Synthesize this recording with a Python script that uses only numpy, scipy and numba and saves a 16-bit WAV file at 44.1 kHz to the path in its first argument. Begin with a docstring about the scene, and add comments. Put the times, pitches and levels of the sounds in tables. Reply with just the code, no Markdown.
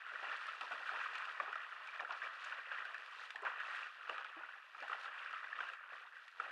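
"""Splashing and bubbling: a large hoofed animal wades through a shallow woodland pool.
Legs churn up clouds of bubbles and spray, water slaps back, droplets tick, air pockets gulp shut; every
one of these bubbles is a decaying sine that climbs in pitch, and noise bursts add the crack of each slap.
The small boxed camera microphone stands some metres off: the trees return a short, quieter echo of dense
random reflections that die away, and the housing rings around 1-3 kHz over a faint noise hiss."""
import sys
import numpy as np
from scipy import signal
from scipy.fft import rfft, irfft
from scipy.io import wavfile
from scipy.ndimage import uniform_filter1d
from numba import njit

SR = 44100
rng = np.random.default_rng(int(sys.argv[2]) if len(sys.argv) > 2 else 0)


def to_wav(s):
    """Save 16-bit WAV."""
    ch = np.atleast_2d(s).T  # columns
    pcm = np.round(np.clip(ch, -1, 1) * 32767)  # PCM
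    wavfile.write(sys.argv[1], SR, pcm.astype(np.int16))


N = 287091

# Legs plunging in, levels as at the microphone output: (time [s], air pocket level [dB],
# air pocket starting pitch [Hz], big bubbles level [dB], froth level [dB])
LEG_PLUNGES = [(0.127,-61,560,-54,-57), (0.223,-60,353,-46.5,-42), (.47,-56,620,-64,-49.5),
               (0.608,-45.5,690,-52.5,-58), (0.709,-40.5,640,-47.5,-44), (0.915,-42,707,-49.5,-57),
               (1.126,-54,585,-58.5,-44), (1.397,-42.5,532,-47,-67), (1.478,-57.5,370,-54,-57),
               (1.994,-45,710,-46.5,-55), (2.092,-44,690,-52,-47), (2.224,-52,610,-55,-42),
               (2.713,-55,515,-63,-45), (2.779,-66,634,-54,-47), (3.348,-47,770,-55.5,-64),
               (3.423,-47.5,384,-47,-61), (3.449,-45,643,-47.5,-40.5), (4.092,-45,460,-50,-52.5),
               (4.366,-54,300,-55,-56.5), (4.744,-58,770,-61.5,-63), (4.799,-73,594,-63,-49.5),
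               (4.818,-51,527,-52,-68), (4.895,-53,434,-51,-45), (5.045,-49,746,-56.5,-49.5),
               (5.329,-53,690,-72,-48), (5.549,-67,660,-57,-49.5), (5.6,-58,457,-54,-47),
               (5.919,-58,630,-59.5,-59), (6.396,-52.5,432,-52,-47.5), (6.46,-68,466,-54,-77)]


def undb(db):
    """Decibels to an amplitude factor."""
    return 10 ** (np.asarray(db) / 20)


def mic_db(hz):
    """Gain in dB of the boxed microphone, interpolated over log frequency."""
    # Microphone in its housing: (frequency [Hz], gain [dB])
    response = np.array([(60, -54.5), (150, -50), (390, -23.5), (540, -14.5), (940, -10), (1060, -7),
                         (1280, -0.5), (1920, 0), (2120, -12.5), (2350, -5.5), (2750, -5.5), (3000, -10),
                         (4000, -20.5), (6300, -34), (10000, -44.5), (13000, -58)])
    return np.interp(np.log(np.maximum(hz, 1)), np.log(response[:, 0]), response[:, 1])


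def mic(x):
    """Causal minimum-phase filter with the microphone's gain, built by folding the cepstrum."""
    gain = undb(mic_db(np.fft.rfftfreq(4096, 1 / SR)))
    cepstrum = irfft(np.log(gain))
    cepstrum[1:2048] *= 2
    cepstrum[2049:] = 0
    impulse = irfft(np.exp(rfft(cepstrum)))[:2048]
    return signal.fftconvolve(x, impulse)[:len(x)]


def walk(rate_hz):
    """Random levels held 1 / rate_hz s and smoothed twice over that time; standard deviation 1."""
    hold = int(SR / rate_hz)
    steps = np.repeat(rng.standard_normal(N // hold + 1), hold)
    smooth = uniform_filter1d(uniform_filter1d(steps, hold), hold)[:N]
    return smooth / np.std(smooth)


@njit
def ring(count, start, hz, t60, size, glide, rise):
    """Bubbles: sines that swell over rise cycles, fade 60 dB in t60 s and climb by the fraction glide."""
    out = np.zeros(count)
    for e in range(len(start)):
        span = int(t60[e] * SR) + 1
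        phasor = size[e] + 0j
        step = np.exp(2j * np.pi * hz[e] / SR - np.log(1000) / span)  # turn and decay per sample
        climb = np.exp(2j * np.pi * hz[e] * glide[e] / SR / span)
        unswelled = 1.
        swell = np.exp(-hz[e] / SR / rise)
        for i in range(start[e], min(start[e] + span, count)):
            phasor, step, unswelled = phasor * step, step * climb, unswelled * swell
            out[i] += phasor.imag * (1 - unswelled)
    return out


def air_hiss():
    """Faint white noise in the air whose level wanders slowly."""
    level_db = -56 + 1.5 * walk(4.3)
    return rng.standard_normal(N) * undb(level_db)


def trees(x):
    """Trunks and bank scatter back a short diffuse tail: decaying noise of unit energy as echo."""
    echo_t60_s, echo_db, first_return_s = 0.3, -11.5, 0.006
    t = np.arange(int(.4 * SR)) / SR
    tail = rng.standard_normal(len(t)) * undb(-60 * t / echo_t60_s) * (t > first_return_s)
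    tail = tail / np.sqrt(np.sum(tail ** 2))
    return signal.fftconvolve(x, tail)[:N] * undb(echo_db)


def drops():
    """A droplet landing ticks with five tiny bubbles of scattered pitch, within 8 ms."""
    # Single droplets landing: (time [s], nominal level at the microphone output [dB])
    landings = [(0.364, -48), (0.467, -45), (1.18, -43.5), (1.25, -48), (1.867, -55), (2.0054, -48),
                (2.1201, -46), (2.441, -41), (2.976, -51.5), (3.055, -51), (3.303, -54), (3.4213, -50),
                (4.802, -52), (4.8805, -51.5), (5.007, -53.5), (5.244, -52.5), (5.306, -55),
                (5.3746, -54.5), (6.3095, -59)]
    t60_s, lowest_hz, octaves, share_db = 0.0033, 3930, 1.5, -2
    s, db = (np.repeat(column, 5) for column in np.transpose(landings))
    pitch, delay = rng.random((len(s), 2)).T
    hz = lowest_hz * 2 ** (octaves * pitch)
    at = ((s + 0.008 * delay) * SR).astype(np.int64)
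    size = undb(db + share_db - mic_db(5000))  # one microphone gain for every pitch
    return ring(N, at, hz, t60_s + 0 * s, size, 0.22 + 0 * s, 0.12)


def plinks():
    """Small bubbles pop up clear of the froth: one short climbing ring each."""
    # Lone bubbles: (time [s], nominal level at the microphone output [dB], starting pitch [Hz])
    pops = [(0.2847, -38, 2280), (0.614, -32.5, 2620), (1.1496, -36, 2310), (1.4005, -30.5, 2284),
            (1.8884, -33.5, 2320), (1.9944, -33, 2310), (2.9519, -34.5, 2430), (3.452, -38, 2290),
            (3.831, -31.5, 2680), (4.0949, -29.5, 2840), (4.1802, -37, 2470), (5.698, -38, 2700),
            (5.9803, -44, 2440)]
    t60_s, lift_db = 0.012, 1.5
    s, db, hz = np.transpose(pops)
    at = (s * SR).astype(np.int64)
    size = undb(db + lift_db - mic_db(hz))
    return ring(N, at, hz, t60_s + 0 * s, size, 0.036 + 0 * s, 1.9)


def gulps():
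    """A large air pocket closes behind each plunge, rings low and climbs as it rises."""
    s, db, hz = np.transpose(LEG_PLUNGES)[:3]
    at = (s * SR).astype(np.int64)
    t60_s = 27 / hz  # 27 cycles, so bigger pockets ring longer
    return ring(N, at, hz, t60_s, undb(db - mic_db(hz)), 0.5 + 0 * s, 1.0)


def slaps():
    """Each slap traps one main bubble and six neighbours, with a broad crack of spray noise."""
    # Water slapping the surface, as at the microphone output: (time [s], main bubble level [dB],
    # main bubble starting pitch [Hz], spray level against the main bubble [dB])
    slap_table = [(0.0635, -35, 1410, -41), (0.156, -32, 1400, -46), (0.484, -30, 1280, -40),
                  (0.532, -34.5, 1440, -51), (0.6099, -31, 1326, -24.5), (0.7201, -30.5, 1476, -32),
                  (0.7774, -36, 1340, -37), (0.875, -32.5, 1510, -45), (0.8916, -29, 1415, -35),
                  (1.0589, -29, 1160, -53), (1.1162, -46, 1870, -31), (1.154, -31.5, 1300, -26),
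                  (1.3996, -21, 1144, -44), (1.477, -33, 1230, -49), (1.5278, -30, 1410, -38.5),
                  (1.5556, -28, 1320, -36), (1.723, -32.5, 1310, -51), (1.8737, -39, 1490, -25.5),
                  (1.998, -28, 1746, -41), (2.0477, -30.5, 1376, -41), (2.1069, -29, 1020, -33.5),
                  (2.2178, -29, 1660, -44), (2.5231, -29, 1460, -42), (2.715, -31, 1580, -45),
                  (2.7836, -33, 1910, -42), (2.8212, -33, 1350, -44), (2.8521, -31.5, 1490, -30),
                  (2.9439, -32.5, 1670, -31), (3.3052, -37, 1635, -22), (3.358, -33, 1750, -27.5),
                  (3.4495, -35.5, 1630, -29.5), (3.4658, -26.5, 1470, -54), (3.4708, -28.5, 1440, -45),
                  (3.6016, -31.5, 1480, -32.5), (4.0077, -42.5, 1470, -45), (4.0948, -28.5, 1170, -32.5),
                  (4.1803, -30.5, 1230, -33.5), (4.2455, -34, 1314, -31), (4.4338, -34, 1410, -43),
                  (4.4884, -35, 1450, -63), (4.747, -38.5, 1240, -42), (4.825, -39, 1440, -25.5),
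                  (4.88, -33.5, 1510, -32), (4.897, -32, 1230, -44), (4.9174, -30, 1200, -38),
                  (4.9276, -26, 1370, -44), (5.057, -31.5, 1285, -47), (5.0793, -32.5, 1530, -44),
                  (5.329, -32.5, 1340, -35), (5.528, -31, 1740, -46), (5.5872, -29.5, 1250, -54),
                  (5.6046, -25.5, 1483, -64), (5.629, -34.5, 1360, -49), (5.669, -40, 1640, -47),
                  (5.6872, -34.5, 1625, -32), (5.7342, -35, 1320, -31), (5.777, -49, 1770, -43),
                  (5.789, -40, 1250, -45), (5.805, -43, 1690, -41), (5.837, -39.5, 1500, -45),
                  (5.954, -47, 1400, -50), (6.1225, -49, 1720, -45), (5.93, -40, 1170, -57),
                  (6.1668, -40, 1570, -35), (6.186, -46, 1450, -57), (6.2798, -42.5, 1820, -24),
                  (6.3989, -26, 1296, -40), (6.442, -38, 1470, -36)]
    s, db, hz, spray_db = np.transpose(slap_table)
    t60_s = 0.023 + 0 * s
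    at = (s * SR).astype(np.int64)
    main = ring(N, at, hz, t60_s, undb(db - mic_db(hz)), 0.11 + 0 * s, 1.36)

    pitch, delay = np.moveaxis(rng.random((len(s), 6, 2)), -1, 0)
    near_hz = hz[:, None] * 2 ** (2.4 * pitch - 1.3)  # 1.3 octaves below to 1.1 above
    late = at[:, None] + (0.39 * t60_s[:, None] * SR * delay).astype(np.int64)
    size = undb(db[:, None] - 9.5 - 0.88 * delay)  # later ones are weaker
    near = ring(N, late.ravel(), near_hz.ravel(), np.repeat(0.72 * t60_s, 6), size.ravel(),
                0.41 + 0 * size.ravel(), 0.11)

    t, gate = np.arange(N) / SR, 0
    for start, peak_db, fade_s in zip(s, db + spray_db, t60_s):
        fall_db = 60 * np.clip(t - start, 0, 1) / fade_s
        gate = gate + (t >= start) * undb(peak_db - fall_db)
    high_pass = signal.butter(2, 3000, "high", fs=SR, output="sos")
    crack = signal.sosfilt(high_pass, rng.standard_normal(N))
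    return main + near + undb(-mic_db(7500)) * gate * crack  # spray level is set at 7500 Hz


def with_plunges(wash_db, peaks_db, fall_db_s):
    """Each plunge adds a quick swell that fades steadily; powers add to the wash. Returns dB."""
    rise_s = 0.0037
    power = undb(2 * wash_db)
    for start, peak_db in zip(np.array(LEG_PLUNGES)[:, 0], peaks_db):
        age = np.clip(np.arange(N) / SR - start, 0, 9)
        swell = (1 - np.exp(-age / rise_s)) ** 2
        power = power + swell * undb(2 * (peak_db - fall_db_s * age))
    return 10 * np.log10(power)


def cloud(heard_db, keep, lo_hz, hi_hz, count, cycles, spread_db, tilt):
    """Bubbles of mixed sizes, about a share keep of count sounding, levelled as at the microphone output."""
    when, pitch, life, luck, lot = rng.random((count, 5)).T
    at = (when * N).astype(np.int64)
    hz = lo_hz * (hi_hz / lo_hz) ** pitch
    # a positive spread makes a few much louder than the rest, a negative one a few much weaker
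    size_db = np.minimum(-spread_db * np.log(1 - luck), 2.68 * spread_db)
    size = undb(size_db) * hz ** tilt
    sounding = np.clip(10 * (keep[at] - lot), 0, 1)
    size = size * sounding / np.sqrt(keep[at])  # fewer bubbles are made stronger
    bubbles = ring(N, at, hz, cycles * (.5 + life) / hz, size, 0.27 * life, 0.51)
    return bubbles / np.std(mic(bubbles)) * undb(heard_db)


def churn():
    """Four sizes of bubble; water arrives in clumps, so all surge together; all but the deepest flicker alone."""
    # Water streaming round the moving legs, as at the microphone output:
    # (time [s], froth level [dB], spray level against froth [dB])
    wash = [(0.0, -52.5, -15.5), (.2, -47, -14.5), (0.5, -51.5, -9.5), (0.84, -53.5, -9.5), (.95, -45, -14),
            (1.2, -47, -12.5), (1.361, -51, -12.5), (1.58, -49, -15), (1.851, -52, -12.5),
            (2.3, -51.5, -13.5), (2.45, -49, -10), (2.679, -50.5, -16), (3.26, -55, -8.5), (3.54, -52, -15),
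            (3.804, -46, -12), (3.981, -56.5, -11.5), (4.201, -49, -18), (4.33, -54, -16), (4.68, -58, -12),
            (5.03, -54, -9), (5.102, -49, -16.5), (5.471, -55, -15), (5.7, -52.5, -12), (5.82, -58, -17.5),
            (5.99, -55.5, -14.5), (6.04, -60.5, -14.5), (6.3, -60, -8), (6.51, -49.5, -16)]
    big_fall_db_s, froth_fall_db_s, deep_fall_db_s = 157, 144.5, 247
    s, *columns = np.transpose(wash)
    wash_db, spray_db = (np.interp(np.arange(N) / SR, s, column) for column in columns)
    big_peak_db, froth_peak_db = np.transpose(LEG_PLUNGES)[3:]

    # wash offsets are against froth; plunge offsets against froth (spray) or big bubbles (deep slosh)
    big_db = with_plunges(wash_db - 14.5, big_peak_db, big_fall_db_s)
    froth_db = with_plunges(wash_db, froth_peak_db, froth_fall_db_s)
    spray_db = with_plunges(wash_db + spray_db, froth_peak_db - 18, froth_fall_db_s)
    deep_db = with_plunges(wash_db - 44.5, big_peak_db - 23, deep_fall_db_s)

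    # below -50 dB of froth the bubbles get rarer, by 0.55 dB of density per dB of level
    keep = np.clip(undb(0.55 * (froth_db + 50)), .15, 1)
    surge_db = 1.48 * walk(14) + 0.67 * walk(70)
    big = cloud(surge_db + big_db + 1.4 * walk(34), keep, 144.3, 1035,
                count=7000, cycles=10.7, spread_db=3.0, tilt=0.95)
    froth = cloud(surge_db + froth_db + 0.63 * walk(30), keep, 980, 3600,
                  count=11000, cycles=22.5, spread_db=2.0, tilt=0.35)
    spray = cloud(surge_db + spray_db + 1.0 * walk(36), keep, 3440, 12000,
                  count=30000, cycles=9.7, spread_db=-3.5, tilt=1.0)
    deep = cloud(surge_db + deep_db, keep, 85, 288,
                 count=900, cycles=4.1, spread_db=-0.2, tilt=0.29)
    return deep + big + froth + spray


def scene():
    """The water, its echo from the trees, and the faint hiss of the air."""
    water = drops() + plinks() + gulps() + slaps() + churn()
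    return (air_hiss() + trees(water) + water)[None]


def record(dry):
    """The housing colours everything, the preamp adds hiss, the top is cut."""
    preamp_db, top_hz = -88, 12800
    heard = mic(dry[0]) + undb(preamp_db) * rng.standard_normal(N)
    low_pass = signal.ellip(8, .2, 60, top_hz, fs=SR, output="sos")
    return signal.sosfilt(low_pass, heard)[None]


dry = scene()
out = record(dry)
to_wav(out)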